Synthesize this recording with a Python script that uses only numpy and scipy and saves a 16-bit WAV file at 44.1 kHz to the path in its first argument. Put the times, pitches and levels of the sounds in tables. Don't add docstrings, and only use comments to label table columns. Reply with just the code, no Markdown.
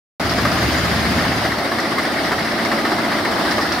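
import sys
import numpy as np
from scipy import signal
from scipy.fft import rfft, irfft
from scipy.io import wavfile

SR = 44100
rng = np.random.default_rng(int(sys.argv[2]) if len(sys.argv) > 2 else 0)


def wrap_up_sound(samples):
    columns = np.atleast_2d(samples).T
    tamed = np.clip(columns, -1, 1)
    steps = np.round(tamed * 32767).astype(np.int16)
    wavfile.write(sys.argv[1], SR, steps)


N = 167580


def gain(db):
    return 10 ** (np.asarray(db) / 20)


def evened(x):
    return x / np.sqrt(np.mean(x ** 2) + 1e-20)


def read_curve(points, hz):
    f, value = np.transpose(points)
    return np.interp(np.log(hz + 1), np.log(f + 1), value)


def clock():
    return np.arange(N) / SR


def level(points):
    return gain(np.interp(clock(), *np.transpose(points)))


def wander(rate_hz):
    hz = np.fft.rfftfreq(N, 1 / SR)
    smoothed = rfft(rng.standard_normal(N)) / (1 + (hz / rate_hz) ** 4)
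    return evened(irfft(smoothed, N))


# (frequency [Hz], left minus right [dB])
SIDE_LEAN = [(100, -0.5), (600, -0.1), (1200, -0.2), (2200, 2), (4500, 1.1), (8000, -1.3), (14000, -2)]


def stereo_noise(colour, likeness):
    hz = np.fft.rfftfreq(N, 1 / SR)
    a, b = rfft(rng.standard_normal((2, N)))
    same = np.clip(read_curve(likeness, hz), -1, 1)
    lean = gain(read_curve(SIDE_LEAN, hz) / 2)
    mid, side = a * np.sqrt(1 + same), b * np.sqrt(1 - same)
    both = np.array([(mid + side) * lean, (mid - side) / lean])
    return evened(irfft(both * gain(read_curve(colour, hz)), N))


def patchy(x, depth_db, width_hz, length_s):
    z = signal.stft(x, nperseg=512, noverlap=384)[2]
    across = np.fft.fftfreq(z.shape[1], SR / 512)[:, None]
    along = np.fft.fftfreq(z.shape[2], 128 / SR)
    blur = np.exp(-(across * width_hz) ** 2 - (along * length_s) ** 2)
    field = np.fft.ifft2(np.fft.fft2(rng.standard_normal(z.shape[1:])) * blur).real
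    shifted = z * gain(depth_db * evened(field))
    return evened(signal.istft(shifted, nperseg=512, noverlap=384)[1][:, :N])


def blows(rows, decay_s):
    power = np.zeros(N)
    for s, db in rows:
        power[int(np.clip(s * SR, 0, N - 1))] += gain(db) ** 2
    kept = np.exp(-2 / (decay_s * SR))
    return np.sqrt(signal.lfilter([1], [1, -kept], power + 1e-20))


WAVER_TURNS, WAVER_DB = 0.034, 1.5


def tone(hz, db):
    turns = hz * clock() + WAVER_TURNS * wander(rate_hz=1.6) + rng.random()
    loudness = gain(db + WAVER_DB * wander(rate_hz=1.7))
    return np.sqrt(2) * loudness * np.sin(2 * np.pi * turns)


# (frequency [Hz], relative level per hertz [dB])
RUSH_COLOUR = [(20, -28), (45, -26), (70, -8.5), (130, -9), (190, -3), (280, -0.5), (350, -3), (480, -10.5),
               (620, -3), (740, -5), (940, -10), (1250, -6.5), (2130, -7.5), (2450, -16.5), (3600, -15.5),
               (5050, -14.5), (5700, -20.5), (6500, -30), (8000, -31), (9300, -26), (11200, -34.5),
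               (12800, -30), (15800, -42)]
# (time [s], level [dB])
RUSH_LEVEL = [(.2, -22), (.5, -20), (1.15, -19.5), (1.45, -21), (1.7, -22.5), (2.1, -21), (2.35, -21),
              (2.6, -21.5), (2.95, -21.5), (3.25, -21.5), (3.55, -20), (3.8, -21.5)]
# (frequency [Hz], likeness [0 to 1])
WIDE_LIKENESS = [(50, 0.93), (350, 0.92), (680, .92), (1100, 0.34), (2100, 0.46), (3500, 0.32),
                 (5300, 0.19), (7000, .04), (15000, .02)]
# (frequency [Hz], relative level per hertz [dB])
ROAR_COLOUR = [(100, -30), (220, -4.5), (300, 4.5), (390, -1), (480, -8.5), (610, -3.5), (680, 2.5),
               (770, -3), (950, -7), (1170, -8.5), (1500, -15), (3000, -37.5)]
# (time [s], level [dB])
ROAR_LEVEL = [(.2, -29.5), (1.2, -37), (1.6, -26.5), (2.3, -29), (2.9, -24), (3.4, -25.5), (3.8, -29)]
# (frequency [Hz], level [dB])
SHAFT_WHINE = [(113, -46.5), (226.1, -35), (339.1, -37)]


def machinery():
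    flutter = gain(.5 * wander(rate_hz=18))
    rush = patchy(stereo_noise(RUSH_COLOUR, WIDE_LIKENESS), depth_db=1.53, width_hz=460, length_s=0.04)
    roar = level(ROAR_LEVEL) * stereo_noise(ROAR_COLOUR, WIDE_LIKENESS)
    whine = sum(tone(hz, db) for hz, db in SHAFT_WHINE)
    return level(RUSH_LEVEL) * flutter * rush + roar + whine


FIRING_HZ = 18.84
RUMBLE_DB, HISS_THROB = -26, 0.23
# (multiple of the firing rate, level [dB])
DRONE = [(3, -42), (4, -31.5), (5, -35.5), (6, -36.5), (9, -32.5), (10, -34), (12, -31.5)]
# (time [s], level [dB])
BASS_LEVEL = [(.2, -5), (.48, 0), (.75, -1), (1.08, -0.5), (1.32, -3.5), (1.5, -6), (1.75, -31), (3.8, -17)]
# (frequency [Hz], relative level per hertz [dB])
RUMBLE_COLOUR = [(25, -26), (48, -12), (70, 4), (130, 4), (180, -1.5), (255, 2), (340, -18), (550, -20),
                 (1500, -34)]
# (frequency [Hz], relative level per hertz [dB])
HISS_COLOUR = [(1000, -3), (2000, 6), (2700, 6.5), (4500, -2), (4920, 12.5), (5400, -13), (6400, 1),
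               (7000, -3), (7800, -19), (9500, -10.5), (13000, -8.5), (16000, -27)]
# (time [s], level [dB])
HISS_LEVEL = [(.2, -36), (.4, -32), (.55, -31), (.68, -28), (.88, -31.5), (1.18, -31), (1.4, -34),
              (1.65, -52), (3.8, -52)]


def second_engine():
    drone = sum(tone(round(k) * FIRING_HZ, db) for k, db in DRONE)
    rumble = gain(RUMBLE_DB) * stereo_noise(RUMBLE_COLOUR, WIDE_LIKENESS)
    throb = 1 + HISS_THROB * np.cos(2 * np.pi * FIRING_HZ * clock())
    hiss = patchy(stereo_noise(HISS_COLOUR, WIDE_LIKENESS), depth_db=2.5, width_hz=760, length_s=.04)
    return level(BASS_LEVEL) * (drone + rumble) + level(HISS_LEVEL) * throb * hiss


CLICKS_PER_S, CLICK_DB, CLICK_DECAY_S = 160, -32, 0.0012
SHAKE_DECAY_S = 0.024
# (frequency [Hz], relative level per hertz [dB])
CLICK_COLOUR = [(800, -18), (2000, 4), (2600, 13), (5200, -13), (6500, -20), (9500, -23), (16000, -22)]
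# (time [s], level [dB])
SHAKES = [(.295, -24.5), (.515, -27), (1.8, -28), (2.65, -27), (3.51, -24), (3.61, -28), (3.722, -24.5)]
# (frequency [Hz], relative level per hertz [dB])
SHAKE_COLOUR = [(1500, -25), (3000, -9), (4400, -4), (5100, 1), (5700, -4), (6700, -16), (9500, -23),
                (16000, -28)]


def rattle():
    starts = np.flatnonzero(rng.random(N) < CLICKS_PER_S / SR)
    clicks = [(i / SR, CLICK_DB) for i in starts]
    fine = blows(clicks, CLICK_DECAY_S) * stereo_noise(CLICK_COLOUR, WIDE_LIKENESS)
    shaken = blows(SHAKES, SHAKE_DECAY_S) * stereo_noise(SHAKE_COLOUR, WIDE_LIKENESS)
    return fine + shaken


KNOCKS_PER_S, KNOCK_DB, KNOCK_SPREAD_DB = 70, -25.5, -1
KNOCK_DECAY_S, TICK_DECAY_S = 0.0044, 0.0081
# (frequency [Hz], relative level per hertz [dB])
KNOCK_COLOUR = [(100, -25), (300, -7), (480, -4), (700, 5.5), (1000, -0.5), (2000, -16), (3000, -27),
                (12000, -55)]
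# (time [s], level [dB])
CLEAR_KNOCKS = [(1.252, -11), (1.458, -18), (2.082, -20), (3.505, -19), (3.602, -17)]
# (time [s], level [dB])
TICKS = [(2.033, -32), (3.52, -37)]
# (frequency [Hz], relative level per hertz [dB])
TICK_COLOUR = [(3000, -25), (7500, -19), (9600, 5), (11500, -8), (16000, -16)]
# (frequency [Hz], likeness [0 to 1])
NARROW_LIKENESS = [(300, 0.99), (2000, 0.97), (5000, 0.96), (12000, .4)]


def clatter():
    chance, size = rng.random(N), rng.standard_normal(N)
    loose = [(i / SR, KNOCK_DB + KNOCK_SPREAD_DB * min(size[i], 2))
             for i in np.flatnonzero(chance < KNOCKS_PER_S / SR)]
    knocks = blows(loose + list(CLEAR_KNOCKS), KNOCK_DECAY_S)
    ticks = blows(TICKS, TICK_DECAY_S) * stereo_noise(TICK_COLOUR, WIDE_LIKENESS)
    return knocks * stereo_noise(KNOCK_COLOUR, NARROW_LIKENESS) + ticks


FIRST_BEAT_S, BEAT_S = .2475, .06666
CHUFF_RISE_S, CHUFF_HOLD_S, CHUFF_DECAY_S = 0.0033, 0.0055, 0.014
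CHUFF_TAIL, CHUFF_TAIL_S = .35, 0.042
CHUFF_SCATTER_DB = 0.9
RING_DECAY_S = 0.016
ECHO_S, ECHO_SHARE = .0072, 0.32
# (delay [s], relative level [dB])
STROKES = [(0.0012, 1), (0.00017, 1), (0.00014, 0), (0.0016, 0.5)]
# (time [s], extra level [dB])
HARD_BEATS = [(.385, 4), (.45, 7.5), (1.18, 6), (1.45, 6), (1.72, 3), (1.785, 2), (1.985, 5.5), (2.05, 3.5),
              (2.32, 5.5), (2.72, 3.5), (2.85, 3.5), (3.12, 3), (3.25, 3.5), (3.32, 3), (3.45, 2),
              (3.515, 1), (3.585, 3.5)]
# (frequency [Hz], relative level per hertz [dB])
CHUFF_COLOUR = [(150, -15), (400, -4.5), (650, -0.5), (930, -4), (1215, 3.5), (1430, -5.5), (1900, 3.5),
                (2200, -4), (2450, -17.5), (5000, -12.5), (6500, -28), (9500, -29), (16000, -33)]
# (time [s], level [dB])
CHUFF_LEVEL = [(.2, -22.5), (1.1, -24.5), (1.6, -22), (2.4, -23), (3.1, -21.5), (3.8, -23)]
# (time [s], level [dB])
RINGS = [(.452, -21), (1.786, -20), (3.583, -14)]
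# (frequency [Hz], relative level per hertz [dB])
CHIMNEY_COLOUR = [(700, -37), (1030, -9), (1190, 4), (1280, -5.5), (1450, -20), (2500, -51)]


def steam_engine():
    t, power = clock(), np.zeros(N)
    for k, beat in enumerate(np.arange(FIRST_BEAT_S, N / SR, BEAT_S)):
        delay, db = STROKES[k % len(STROKES)]
        db += sum(extra for s, extra in HARD_BEATS if abs(s - beat) < BEAT_S / 2)
        db += CHUFF_SCATTER_DB * rng.standard_normal()
        span = slice(int(beat * SR), int(beat * SR) + SR // 8)
        age = np.maximum(t[span] - beat - delay, 0)
        rise = np.minimum(age / CHUFF_RISE_S, 1)
        blast = np.exp(-np.maximum(age - CHUFF_HOLD_S, 0) / CHUFF_DECAY_S)
        tail = CHUFF_TAIL * np.exp(-age / CHUFF_TAIL_S)
        power[span] += (gain(db) * rise) ** 2 * (blast ** 2 + tail ** 2)
    steam = patchy(stereo_noise(CHUFF_COLOUR, NARROW_LIKENESS), depth_db=1.95, width_hz=140, length_s=0.038)
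    ringing = blows(RINGS, RING_DECAY_S) * stereo_noise(CHIMNEY_COLOUR, NARROW_LIKENESS)
    direct = level(CHUFF_LEVEL) * np.sqrt(power) * steam + ringing
    return direct + ECHO_SHARE * np.roll(direct, round(ECHO_S * SR), axis=1)


ENGINE_LEFT_DB = 1.8


def scene():
    left = gain(ENGINE_LEFT_DB * np.array([[.5], [-.5]]))
    return machinery() + left * second_engine() + rattle() + clatter() + steam_engine()


OPEN_S, OPEN_RISE_S = 0.1967, 0.0022
EDGE_HZ = 15800


def record(dry):
    opened = dry * np.clip((clock() - OPEN_S) / OPEN_RISE_S, 0, 1)
    lowpass = signal.firwin(511, EDGE_HZ, window=("kaiser", 9), fs=SR)
    return signal.oaconvolve(opened, lowpass[None], "same")


dry = scene()
out = record(dry)
wrap_up_sound(out)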